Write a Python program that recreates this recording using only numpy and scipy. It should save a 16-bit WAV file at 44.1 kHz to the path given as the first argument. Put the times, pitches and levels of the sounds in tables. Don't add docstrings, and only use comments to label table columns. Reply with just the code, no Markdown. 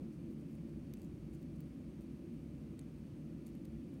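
import sys
import numpy as np
from scipy import signal
from scipy.fft import rfft, irfft
from scipy.io import wavfile
from scipy.ndimage import uniform_filter1d

SR = 44100
rng = np.random.default_rng(int(sys.argv[2]) if len(sys.argv) > 2 else 0)


def transcribe(signal):
    frames = np.atleast_2d(signal).T
    limited = np.clip(frames, -1, 1)
    pcm = np.round(limited * 32767).astype(np.int16)
    wavfile.write(sys.argv[1], SR, pcm)


N = 176400

# start_s, level_db, tilt_db_per_octave, ring_hz, ring_over_crack_db
PIECE_TICKS = [(0.412, -70, 3, 9300, -5), (.5528, -70, 7, 10400, -1), (.6939, -72, 1, 8000, -6),
               (0.9375, -55, 3.5, 6320, -7), (0.9384, -57.5, 6.5, 12800, -4), (.9720, -64, -2, 8300, -11),
               (.9967, -72, 1, 7000, -5), (1.0184, -59, 5.5, 4850, -8), (1.0327, -70, 3, 15000, -8),
               (1.047, -68, 4, 7000, -1), (1.335, -70, -2, 11000, -8), (1.4287, -65, -1, 15200, -9),
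               (1.6053, -66, -2, 12000, 2), (1.606, -66.5, 2, 15300, 7), (2.0093, -67, 2, 14000, -8),
               (2.0167, -69, 2, 9000, -8), (2.6235, -75, 6, 12000, -6), (2.7922, -58, 0, 8300, -4.5),
               (2.7938, -58, 0, 10900, -5), (2.8137, -70, -5, 6540, 2), (3.4643, -66, 2, 9000, 1),
               (3.4688, -56.5, 8, 11400, -3), (3.4760, -69, -1, 12000, -6), (3.489, -71, -1, 9000, -8),
               (3.5520, -69.5, 1, 11800, 4), (3.6498, -71, 2, 9100, -4), (3.6530, -62, 3, 15200, -7),
               (3.655, -64, -1, 12900, -9), (3.9347, -69, -7, 13000, -7), (3.942, -70, 2, 12700, -14)]
# frequency_hz, gain_db
TICK_COLOUR = [(400, -18), (1200, -1), (2200, 6.5), (3600, 1.5), (4500, 3), (5400, -3.5), (6500, 0),
               (7400, 1), (8600, 1.5), (10000, -4), (12400, -4), (14000, -3), (15600, -9)]
# middle_s, half_length_s, level_db, centre_hz
PIECE_SLIDES = [(.14, .02, -82, 8000), (.32, .025, -81, 15000), (0.393, .015, -83, 14500),
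                (.52, .04, -83, 11000), (0.987, 0.028, -81, 9500), (1.046, 0.027, -78, 10000),
                (1.346, 0.018, -76, 8500), (1.423, .008, -77.5, 12000), (1.563, .006, -79, 8000),
                (2.023, 0.02, -82, 10000), (2.34, .015, -87, 12000), (3.485, 0.018, -77, 7900)]
# start_s, envelope_peak_db
FINGER_THUMPS = [(1.134, -42.5), (3.119, -43.5)]
# frequency_hz, relative_db
DRONE_SPECTRUM = [(20, -35.5), (30, -23.5), (42, -10.5), (55, -3.5), (68, 1), (82, -9), (100, -8.5),
                  (115, -10), (145, 3.5), (175, 1), (192, -5.5), (220, 3), (245, -1.5), (275, -2.5),
                  (305, -5), (340, -3), (380, -14.5), (450, -19.5), (570, -20), (690, -32), (900, -40.5),
                  (1500, -46), (3000, -97)]
# time_s, gain_db
UPPER_DRONE_SWELL = [(0, 8), (.16, -4.5), (.23, 4), (.45, 1), (.62, 1.5), (1.2, 1), (3.72, 0.5), (3.9, 2),
                     (4, 3)]
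# pitch_hz, rms_db
HUM_TONES = [(57, -68.5), (100, -66.5), (149.8, -62.5), (174, -66.5), (220, -64.5), (274, -62.5),
             (305, -63.5), (333, -63.5), (366, -76), (586, -83), (750, -88)]
# frequency_hz, relative_db
HISS_SPECTRUM = [(300, 2), (950, 1.5), (1600, -2.5), (2200, -1.5), (2800, -2.5), (3300, -7), (4300, -9),
                 (4520, -6.5), (4800, -10.5), (6400, -10.5), (7800, -16), (8450, -10), (9400, -11.5),
                 (10100, -15), (12000, -14), (14300, -19.5), (15600, -16.5)]
# pitch_hz, rms_db
WHINE_TONES = [(2195, -97), (4520, -97), (8100, -102.5), (8485, -101)]
# frequency_hz, typical_harmonic_rms_db
BUZZ_SPECTRUM = [(900, -103), (1350, -99), (1700, -104), (2100, -98.5), (2600, -99.5), (3050, -99.5),
                 (3500, -108), (6500, -110), (8600, -108), (9500, -115)]


def tick(level_db, tilt_db, ring_hz, ring_db, t60_s=0.008, size=2048):
    t = np.arange(size) / SR
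    contact = rng.standard_normal(size) * fade(t, t60_s)
    contact[0] = 7
    octaves_above_1khz = np.maximum(octaves(size) - np.log2(1000), 0)
    colour_db = curve(TICK_COLOUR, size) + tilt_db * octaves_above_1khz
    crack = irfft(rfft(contact) * causal(colour_db))
    ring = np.sin(2 * np.pi * ring_hz * t) * fade(t, t60_s)
    gain = undb(level_db) * np.sqrt(SR / 1000 / size)
    return gain * (unit(crack) + undb(ring_db) * unit(ring))


def ticks():
    out = np.zeros(N + SR)
    for start_s, *collision in PIECE_TICKS:
        sound = tick(*collision)
        start = int(start_s * SR)
        out[start:start + len(sound)] += sound
    return out[:N]


def slides(catches_per_s=1200, scatter_db=4, width_octaves=0.8):
    t = np.arange(N) / SR
    out = np.zeros(N)
    for middle_s, half_length_s, level_db, centre_hz in PIECE_SLIDES:
        catches = (rng.random(N) < catches_per_s / SR) * rng.choice([-1, 1], N)
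        strengths = undb(-scatter_db * rng.standard_normal(N))
        band = np.exp(-.5 * ((octaves(N) - np.log2(centre_hz)) / width_octaves) ** 2)
        scrape = unit(irfft(rfft(catches * strengths) * band, N))
        stroke = np.exp(-((t - middle_s) / half_length_s) ** 2)
        out += undb(level_db) * scrape * stroke
    return out


def reflections(sound, t60_s=.06, gain_db=-17, size=8192):
    t = np.arange(size) / SR
    tail = unit(rng.standard_normal(size) * fade(t, t60_s)) / np.sqrt(size)
    return undb(gain_db) * signal.fftconvolve(sound, tail)[:N]


def thumps(pitch_hz=112.5, rise_s=0.0057):
    out = np.zeros(N)
    for start_s, peak_db in FINGER_THUMPS:
        age = np.maximum(np.arange(N) / SR - start_s, 0)
        envelope = age / rise_s * np.exp(1 - age / rise_s)
        out += undb(peak_db) * envelope * np.sin(2 * np.pi * pitch_hz * age)
    return out


def room_drone(level_db=-49, split_hz=174):
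    swell_db = np.interp(np.arange(N) / SR, *np.array(UPPER_DRONE_SWELL).T)
    rumble = noise(DRONE_SPECTRUM)
    upper = irfft(rfft(rumble) * (octaves(N) > np.log2(split_hz)), N)
    lower = rumble - upper
    return undb(level_db) * (lower + undb(swell_db) * upper)


def electrical_tones(tones, drift_rad, drift_hz, waver_db=0.5):
    t = np.arange(N) / SR
    out = np.zeros(N)
    for pitch_hz, rms_db in tones:
        gain = undb(rms_db - waver_db * waver(rate_hz=4.9))
        phase = 2 * np.pi * (pitch_hz * t + rng.random())
        out += gain * unit(np.sin(phase + drift_rad * waver(drift_hz)))
    return out


def hiss(rms_db=-72.5):
    return undb(rms_db) * noise(HISS_SPECTRUM)


def mains_buzz(mains_hz=50.02, scatter_db=3.5):
    t = np.arange(N) / SR
    out = np.zeros(N)
    for pitch_hz in mains_hz * np.arange(19, 190, 2):
        typical_db = np.interp(pitch_hz, *np.array(BUZZ_SPECTRUM).T)
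        rms = undb(typical_db + scatter_db * rng.standard_normal())
        out += np.sqrt(2) * rms * np.sin(2 * np.pi * (pitch_hz * t + rng.random()))
    return out


def undb(db):
    return 10 ** (np.asarray(db) / 20)


def unit(x):
    return x / np.sqrt(np.mean(x ** 2) + 1e-30)


def octaves(size):
    return np.log2(np.maximum(np.fft.rfftfreq(size, 1 / SR), 1))


def curve(points, size):
    hz, db = np.array(points).T
    return np.interp(octaves(size), np.log2(hz), db)


def noise(spectrum):
    white = rng.standard_normal(N)
    return unit(irfft(rfft(white) * undb(curve(spectrum, N)), N))


def waver(rate_hz):
    hold = int(SR / rate_hz)
    steps = rng.standard_normal(256)[np.arange(N) // hold % 256]
    return unit(uniform_filter1d(uniform_filter1d(steps, hold), hold))


def causal(db):
    cepstrum = irfft(np.log(undb(db)))
    half = len(cepstrum) // 2
    cepstrum[1:half] *= 2
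    cepstrum[half + 1:] = 0
    return np.exp(rfft(cepstrum))


def fade(t, t60_s):
    return np.exp(-np.log(1000) * t / t60_s)


def scene():
    room_tone = room_drone()
    room_tone += electrical_tones(HUM_TONES, drift_rad=0.34, drift_hz=3.81)
    room_tone += hiss()
    room_tone += electrical_tones(WHINE_TONES, drift_rad=0.77, drift_hz=99)
    room_tone += mains_buzz()
    pieces = ticks() + slides()
    return (pieces + reflections(pieces) + thumps() + room_tone)[None]


def record(dry, cutoff_hz=15850):
    lowpass = signal.ellip(10, .2, 70, cutoff_hz, fs=SR, output="sos")
    return signal.sosfilt(lowpass, dry)


dry = scene()
out = record(dry)
transcribe(out)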